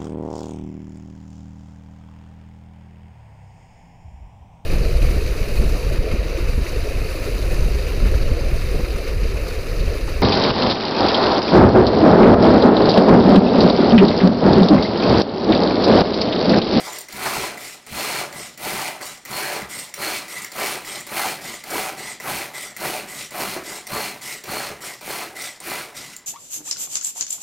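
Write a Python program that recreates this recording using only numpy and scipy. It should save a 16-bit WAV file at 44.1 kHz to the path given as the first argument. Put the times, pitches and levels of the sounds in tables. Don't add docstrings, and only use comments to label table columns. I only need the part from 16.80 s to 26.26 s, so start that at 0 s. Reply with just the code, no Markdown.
import sys
import numpy as np
from scipy import signal
from scipy.fft import rfft, irfft, next_fast_len
from scipy.io import wavfile
from scipy.ndimage import uniform_filter1d, map_coordinates

SR = 44100
rng = np.random.default_rng(int(sys.argv[2]) if len(sys.argv) > 2 else 0)


def log_audio(samples):
    frames = np.atleast_2d(samples).T
    limited = np.clip(frames, -1, 1)
    pcm = np.round(limited * 32767).astype(np.int16)
    wavfile.write(sys.argv[1], SR, pcm)


N = 417186


def amp(db):
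    return 10 ** (np.asarray(db) / 20)


def unit(x):
    return x / np.sqrt(np.mean(x ** 2) + 1e-20)


def add(track, time_s, sound):
    track[round(time_s * SR):][:len(sound)] += sound


def log_interp(points, hz):
    knots_hz, values = np.transpose(points)
    return np.interp(np.log(hz + 1), np.log(knots_hz + 1), values)


def wobble(rate_hz):
    knots = rng.standard_normal(int(N * rate_hz / SR) + 4)
    return map_coordinates(knots, [np.arange(N) * rate_hz / SR])


def coloured(x, spectrum, modes=()):
    size = 8192
    hz = np.fft.rfftfreq(size, 1 / SR)
    humps_db = sum(db / (1 + (2 * (hz - centre) / width) ** 2) for centre, width, db in modes)
    gain_db = np.maximum(log_interp(spectrum, hz) + humps_db, -100)
    cepstrum = irfft(np.log(amp(gain_db)))
    cepstrum[1:size // 2] *= 2
    cepstrum[size // 2 + 1:] = 0
    impulse = irfft(np.exp(rfft(cepstrum)))
    return unit(signal.fftconvolve(x, impulse)[:N])


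def grains(rate_hz, spread_db, decay_s, scrape):
    sizes = amp(spread_db * np.clip(rng.standard_normal(N), -2, 2))
    hits = (rng.random(N) < rate_hz / SR) * sizes
    bursts = signal.lfilter([1], [1, -np.exp(-1 / (decay_s * SR))], hits)
    return (unit(bursts) + scrape) * rng.standard_normal(N)


def patchy(x, depth_db):
    bins = signal.stft(x, nperseg=512)[2]
    field = uniform_filter1d(rng.standard_normal(bins.shape), size=5, axis=0)
    field = uniform_filter1d(field, size=8, axis=1)
    return unit(signal.istft(bins * amp(depth_db * unit(field)), nperseg=512)[1][:N])


def room_hush():
    return amp(-56) * coloured(rng.standard_normal(N), [(30, -6), (150, 3), (2000, -1), (16000, -29)])


# (frequency [Hz], t60 [s])
KITCHEN_DECAY = [(150, 0.38), (2000, 0.34), (12000, 0.16)]

def kitchen_reverb(x):
    hz, t, bins = signal.stft(rng.standard_normal(SR // 2), SR, nperseg=256)
    decay = amp(-60 * t / log_interp(KITCHEN_DECAY, hz)[:, None])
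    tail = signal.istft(bins * decay, SR, nperseg=256)[1]
    return signal.fftconvolve(np.pad(x, (200, 0)), tail / np.linalg.norm(tail))[:N]


# (frequency [Hz], level [dB])
RUMBLE_SPECTRUM = [(12, -45), (20, -16), (101, -8.5), (135, -3), (167, -4.5), (210, 0.5), (280, -2),
                   (360, -27), (620, -120)]

def counter_rumble(level_db):
    gain = amp(level_db - 1.5 + 1.7 * wobble(12))
    return gain * coloured(rng.standard_normal(N), RUMBLE_SPECTRUM, [(145.6, 14, 5.7)])


# (frequency [Hz], level [dB], t60 [s])
COUNTER_MODES = [(35, -16, .07), (70.6, -6, 0.1), (137.6, -1.5, 0.15), (205, 0, 0.085)]
# (time [s], level [dB])
BOWL_ROCKS = [(0.568, -22.5), (1.547, -35), (1.922, -24), (2.816, -27.5), (5.535, -28), (6.753, -30),
              (7.897, -30)]

def counter_thumps(tug_lag_s=0.048):
    out, t = np.zeros(N + SR), np.arange(SR // 4) / SR
    attack = 1 - np.exp(-t / 0.0098)
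    tugs = [(pull[0] + tug_lag_s, pull[7]) for pull in CORD_PULLS]
    for time_s, db in BOWL_ROCKS + tugs:
        ring = sum(amp(mode_db + rng.normal(0, 1.9) - 60 * t / t60_s) * np.sin(2 * np.pi * hz * t)
                   for hz, mode_db, t60_s in COUNTER_MODES)
        add(out, time_s, amp(db - 1) * attack * ring)
    return out[:N]


# (frequency [Hz], width [Hz])
PART_RESONANCES = [(779.8, 272), (4310, 250), (2110, 330), (8520, 520)]

def part_rings(level_db, pull_share, ring_dbs, sag_per_db=0.01, sag_below_db=-33):
    out = np.zeros(N)
    pitch_ratio = 1 + sag_per_db * np.clip(level_db - sag_below_db, -15, 0)
    clock = np.cumsum(pitch_ratio)
    shares = [pull_share, pull_share, 1 - pull_share, 1 - pull_share]
    for (hz, width_hz), db, share in zip(PART_RESONANCES, ring_dbs, shares):
        b, a = signal.iirpeak(hz, hz / width_hz, SR)
        blows = grains(140, spread_db=3, decay_s=0.0085, scrape=0.79)
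        tone = unit(signal.lfilter(b, a, signal.lfilter(b, a, blows)))
        out += share * amp(db + 1.7 * wobble(16)) * map_coordinates(tone, [clock], mode="mirror")
    swell_db = 0.36 * (level_db + 29)
    return amp(level_db + swell_db) * out


# (frequency [Hz], level [dB])
GEAR_SPECTRUM = [(140, -56), (230, -17.5), (345, 0), (496, -5), (738, -3), (806, -6.5), (1680, -4.5),
                 (1900, -4.5), (2470, -42.5), (4180, -120)]
# (frequency [Hz], width [Hz], boost [dB])
BODY_MODES = [(339, 22, 3.5), (575, 17, 6.5), (730, 31, 2.5), (1290, 99, 2.5)]

def gear_growl(level_db, centre_hz):
    teeth = coloured(grains(500, spread_db=3.3, decay_s=0.0016, scrape=1), GEAR_SPECTRUM, BODY_MODES)
    hz, t, bins = signal.stft(teeth, SR, nperseg=1024)
    hump_hz = np.interp(t * SR, np.arange(N), centre_hz)
    hump_db = 6 / (1 + ((hz[:, None] - hump_hz) / (0.4 * hump_hz)) ** 2)
    hollow = signal.istft(bins * amp(hump_db), SR, nperseg=1024)[1][:N]
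    return amp(level_db - 0.74) * patchy(hollow, depth_db=2.55)


# (time [s], level [dB], pitch [Hz])
BOWL_KNOCKS = [(0.455, -9.5, 1065), (1.841, -27, 750), (2.206, -22, 2130), (2.76, -18.5, 760),
               (3.755, -23.5, 690), (4.323, -27, 362.7), (4.457, -16, 735), (5.453, -22, 735),
               (5.741, -27, 1950), (6.04, -18, 801), (6.545, -26, 1480), (6.6, -17, 900),
               (6.764, -16.5, 358), (7.913, -24, 423)]

def bowl_knocks(t60_cycles=22):
    out, t = np.zeros(N + SR), np.arange(SR // 8) / SR
    attack = 1 - np.exp(-t / 0.0014)
    for time_s, db, hz in BOWL_KNOCKS:
        crack = 1.7 * amp(-60 * t / 0.11) * uniform_filter1d(rng.standard_normal(len(t)), size=12)
        tone = amp(-60 * t * hz / t60_cycles) * np.sin(2 * np.pi * hz * t)
        add(out, time_s, amp(db - 3.5) * attack * (tone + crack))
    return signal.sosfilt(signal.butter(2, 150, "high", fs=SR, output="sos"), out[:N])


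# (frequency [Hz], level [dB], t60 [s])
LID_MODES = [(2007, -1.5, 0.026), (2113, 3, 0.0094), (4490, 1, 0.0047), (5650, -3, 0.011),
             (7210, -1.5, 0.011), (8700, -4, 0.016), (11900, -37, .02), (14070, -14, .02)]
# (time [s], level [dB], body knock [dB])
LID_CLICKS = [(0.1296, -16, -10), (0.1855, -10.5, -28), (0.208, -15, -22), (0.3252, -15, -16),
              (1.8193, -22, -21), (2.2544, -15, -8), (2.511, -15.5, -10), (2.819, -19, -2),
              (2.9307, -22, -11), (3.6207, -20, -16), (3.6458, -12, -8), (3.7618, -19, -18),
              (4.205, -17, -10), (4.9043, -13, -11), (5.1934, -28, 4), (5.8082, -21, -7),
              (6.0026, -18, -10), (6.3096, -26, -3), (6.965, -22, -10), (7.174, -19, -16),
              (7.4762, -13, -15), (8.5649, -21, 3.5), (8.5867, -20, -7), (8.62, -11, -14),
              (9.3646, -15, -26)]

def lid_clicks(snap_knock_db=-10, catch_knock_db=-4.5):
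    out, t = np.zeros(N + SR), np.arange(SR // 20) / SR
    attack = 1 - np.exp(-t / 0.0002)
    snaps = [(pull[0], pull[6], snap_knock_db) for pull in CORD_PULLS]
    catches = [(rewind[0], rewind[6], catch_knock_db) for rewind in CORD_REWINDS if rewind[0] > 0]
    for time_s, db, knock_db in snaps + catches + LID_CLICKS:
        ring = np.zeros(len(t))
        for hz, mode_db, t60_s in LID_MODES:
            struck_db = mode_db + rng.normal(0, 4.06) + (knock_db + 6.5) * (hz < 3000)
            ring += amp(struck_db - 60 * t / t60_s) * np.sin(2 * np.pi * hz * t + rng.uniform(0, 6.1))
        crack = 0.63 * amp(-60 * t / 0.022) * np.diff(rng.standard_normal(len(t) + 1))
        click = amp(db - 15.5) * attack * (ring + crack)
        add(out, time_s, click)
        add(out, time_s + rng.uniform(0.002, 0.006), 0.92 * click)
    return out[:N]


def movement_power(moves, start_db, engage_s):
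    t, power = np.arange(N) / SR, np.zeros(N)
    for start_s, rise_s, hold_s, full_db, eased_db, fade_db_per_s, *_ in moves:
        knots_s = [0, rise_s, rise_s + hold_s, rise_s + hold_s + 1]
        db = np.interp(t - start_s, knots_s, [start_db, full_db, eased_db, eased_db - fade_db_per_s])
        power += np.clip((t - start_s) / engage_s, 0, 1) * amp(2 * db)
    return power


def held_columns(moves, count):
    moves = np.array(moves)
    latest = np.searchsorted(moves[:, 0], np.arange(N) / SR, side="right") - 1
    return moves[np.maximum(latest, 0), -count:].T


# (start [s], rise [s], hold [s], full [dB], eased [dB], fade [dB/s], clutch snap [dB], tug [dB],
#  then re rattle: growl [dB], growl sag [dB], rumble [dB], fizz [dB], bowl [dB], whine [dB])
CORD_PULLS = [(0.2853, 0.17, 0.2, -27.5, -27, 140, -19, -32, 0, 2.5, -13.5, -8.5, -20, -15.5),
              (1.065, 0.12, 0.22, -27.5, -26.5, 165, -22, -25.5, -4, -0.5, -16, -8.5, -16, -12.5),
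              (1.7754, 0.08, 0.22, -28, -28.5, 149, -17.5, -40, -3, -0.5, -14, -6.5, -7, -18),
              (2.4514, 0.12, 0.2, -27.5, -30.5, 148.7, -14, -29, -1.5, -1.5, -14.5, -7, -16, -12.5),
              (3.1398, 0.1, 0.13, -27, -27.5, 150.3, -9, -33, -2, 3.5, -14.5, -8, -24, -10.5),
              (3.718, 0.093, 0.12, -27, -26.5, 149, -17, -38, -0.5, 5, -15, -6.5, -16, -17),
              (4.2672, 0.11, 0.14, -25.5, -28.5, 164.2, -15, -34, -0.5, 4.5, -15.5, -5.5, -4.5, -15),
              (4.8384, 0.13, 0.12, -26.5, -31.5, 165, -16.5, -35, 0.5, 3, -10.5, -5.5, -5, -17),
              (5.4006, 0.1, 0.13, -29, -30.5, 164.8, -17, -40, -1, 2, -12, -5, -11, -13),
              (5.9653, 0.087, 0.14, -28, -31.5, 165, -12.5, -36, 0.5, 7, -10.5, -5.5, -9, -13),
              (6.5073, 0.1, 0.13, -29.5, -31, 165, -20.5, -36, -0.5, 3, -10, -4.5, -15, -12),
              (7.0689, 0.084, 0.13, -30, -30.5, 150.3, -14, -23.5, 2, 8, -13, -5, -8.5, -7),
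              (7.6381, 0.093, .142, -29.5, -31, 164, -16, -28, 0.5, 3, -10.5, -7.5, -12, -11.5),
              (8.2101, 0.098, 0.12, -30.5, -31, 165, -21, -45, -2, 0, -12.5, -5.5, -11, -12),
              (8.8022, 0.11, 0.11, -29.5, -33, 164.6, -19, -50, 0, 3, -15, -6, -15, -16)]
# (start [s], rise [s], hold [s], full [dB], cord home [dB], fade [dB/s], pawl catch [dB],
#  then re rattle: growl [dB], rumble [dB], fizz [dB], spool [dB], zing [dB])
CORD_REWINDS = [(-.12, 0.17, 0.12, -33.5, -36, 135, -40, -4, -19, -10.5, -16, -28),
                (.7751, .09, 0.054, -35, -37.5, 130, -20, -8, -19, -8, -14.5, -14),
                (1.5265, 0.056, 0.093, -34, -38.5, 160.2, -19.5, -5.5, -12, -9, -20, -8),
                (2.2124, 0.012, 0.11, -33, -38.5, 160.5, -17.5, -5.5, -18.5, -8, -13, -12),
                (2.89, 0.031, 0.12, -33, -35.5, 160, -29, -6.5, -17, -7, -11, -4),
                (3.482, 0.033, 0.12, -35, -35.5, 159.8, -19, -5.5, -15.5, -6.5, -3, -7),
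                (4.0478, .047, 0.091, -34, -33.5, 170, -19.5, -4.5, -13.5, -9, -8, -7.5),
                (4.611, .084, 0.069, -31.5, -36.5, 160, -25, -5.5, -13, -9.5, -8, -22),
                (5.1706, 0.032, 0.11, -36.5, -35, 180, -30, -5, -12, -10, -7, -7),
                (5.7355, .012, 0.11, -36, -33.5, 170.8, -25, -6, -16, -7.5, -4, -5.5),
                (6.27, 0.11, 0.034, -33, -33, 172, -34, -8, -15, -7.5, -7.5, -8),
                (6.836, 0.064, 0.086, -32, -35.5, 169.7, -26, -6, -15.5, -8, -14, -14),
                (7.412, 0.034, 0.092, -36, -34, 161, -25, -8, -16, -6, -4.5, -4.5),
                (8.006, .055, 0.075, -32.5, -39.5, 170.5, -25, -5, -14, -7, -5, -8),
                (8.5505, 0.048, 0.069, -35, -32, 170.3, -35, -7, -17, -8, -6.5, -7),
                (9.1438, 0.028, 0.16, -34, -41, 148, -33, -7.5, -13.5, -10, -16.5, -21)]

def cord_drive(settling_db=-57):
    pull = movement_power(CORD_PULLS, start_db=-43.5, engage_s=0.003)
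    rewind = movement_power(CORD_REWINDS, start_db=-41, engage_s=0.013)
    power = pull + rewind + amp(2 * settling_db)
    return 10 * np.log10(power), np.clip(uniform_filter1d(pull / power, size=600), 0, 1)


# (stage, growl swing [dB], growl centre [Hz], rumble swing [dB], fizz swing [dB])
STROKE_CYCLE = [(0, 2, 830, 1, -9), (.25, -3.5, 860, 1.5, -0.5), (.5, .5, 900, 3, 3.5),
                (.8, 0.5, 950, 2, 2), (1.2, -1, 870, -0.5, 0.5), (2, -0.5, 800, -3.5, -2),
                (2.5, 2.5, 795.3, 1.5, -3.5), (2.95, 6, 800, 5.5, -2), (3.3, 3.5, 855, 2, 2.5),
                (4, 0.5, 890, 1, 0.3), (5.002, -1, 870, -0.5, -1), (6.001, -2, 855, 3, -6.5)]

def stroke_timbre(pull_share):
    stages_s = [np.cumsum(move[:3]) for move in sorted(CORD_PULLS + CORD_REWINDS)] + [[N / SR]]
    stages_s = np.maximum.accumulate(np.concatenate(stages_s))
    stage = np.interp(np.arange(N) / SR, stages_s, 3 + np.arange(len(stages_s))) % 6
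    knots, *curves = np.transpose(STROKE_CYCLE)
    growl_db, centre_hz, rumble_db, fizz_db = [np.interp(stage, knots, curve) for curve in curves]
    growl_pull, sag, rumble_pull, fizz_pull, bowl, whine = held_columns(CORD_PULLS, 6)
    growl_back, rumble_back, fizz_back, spool, zing = held_columns(CORD_REWINDS, 5)
    growl_pull = growl_pull - sag * np.clip(stage - 1, 0, 1)
    growl_db += pull_share * growl_pull + (1 - pull_share) * growl_back
    rumble_db += pull_share * rumble_pull + (1 - pull_share) * rumble_back
    fizz_db += pull_share * fizz_pull + (1 - pull_share) * fizz_back
    return growl_db, centre_hz, rumble_db, fizz_db, [bowl, whine, spool, zing]


# (frequency [Hz], level [dB])
CRUMB_SPECTRUM = [(820, -23.5), (1400, -5), (1770, -16), (2400, -2), (3010, -6), (3720, -8.5), (4300, -6.5),
                  (5430, -9), (9710, -12), (14300, -11), (16000, -17)]
PAWL_SPECTRUM = [(820, -26), (1400, -12.5), (1630, -34), (2000, -4.5), (2550, -10.5), (5430, -9.5),
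                 (6520, -13), (8420, -12), (9130, -14), (14600, -18), (16000, -29)]
# (frequency [Hz], width [Hz], boost [dB])
BOWL_MODES = [(2017, 277, 11.4), (2287, 72, 4), (4200, 73, 3.1), (8570, 290, 4.7), (9680, 320, 7.3)]
SPOOL_MODES = [(1988, 52, 6.8), (2150, 32, 2.6), (2320, 38, 2.2), (5800, 130, 2.7), (7090, 450, 5.4),
               (8370, 160, 3.4)]

def chopper_rattle(level_db, fizz_db, pull_share, fizz_hz=9500):
    impacts = grains(2500, spread_db=2.1, decay_s=0.00055, scrape=1)
    crumbs = coloured(impacts, CRUMB_SPECTRUM, BOWL_MODES)
    chatter = grains(110, spread_db=3.6, decay_s=0.007, scrape=2.07)
    ticks = grains(800, spread_db=1.7, decay_s=0.0002, scrape=0)
    pawl = coloured(chatter + 1.05 * ticks, PAWL_SPECTRUM, SPOOL_MODES)
    rattle = np.sqrt(pull_share) * patchy(crumbs, depth_db=0.66)
    rattle += np.sqrt(1 - pull_share) * patchy(pawl, depth_db=2.16)
    fizz = signal.sosfiltfilt(signal.butter(4, fizz_hz, "high", fs=SR, output="sos"), rattle)
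    fizz_gain = amp(fizz_db + 6 + 1.9 * (1 - pull_share))
    return amp(level_db - 0.5) * (rattle - fizz + fizz_gain * fizz)


def scene():
    level_db, pull_share = cord_drive()
    growl_db, centre_hz, rumble_db, fizz_db, ring_dbs = stroke_timbre(pull_share)
    blows = lid_clicks() + bowl_knocks() + counter_thumps()
    running = chopper_rattle(level_db, fizz_db, pull_share)
    running += gear_growl(level_db + growl_db, centre_hz)
    running += counter_rumble(level_db + rumble_db)
    running += part_rings(level_db, pull_share, ring_dbs)
    room = room_hush() + amp(-5.5) * kitchen_reverb(blows) + amp(-10.5) * kitchen_reverb(running)
    mono = room + blows + running
    return np.array([mono, mono])


def record(dry, cutoff_hz=15900):
    size = next_fast_len(N + 4096)
    passband = np.fft.rfftfreq(size, 1 / SR) < cutoff_hz
    return irfft(rfft(dry, size) * passband, size)[:, :N]


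dry = scene()
out = record(dry)
log_audio(out)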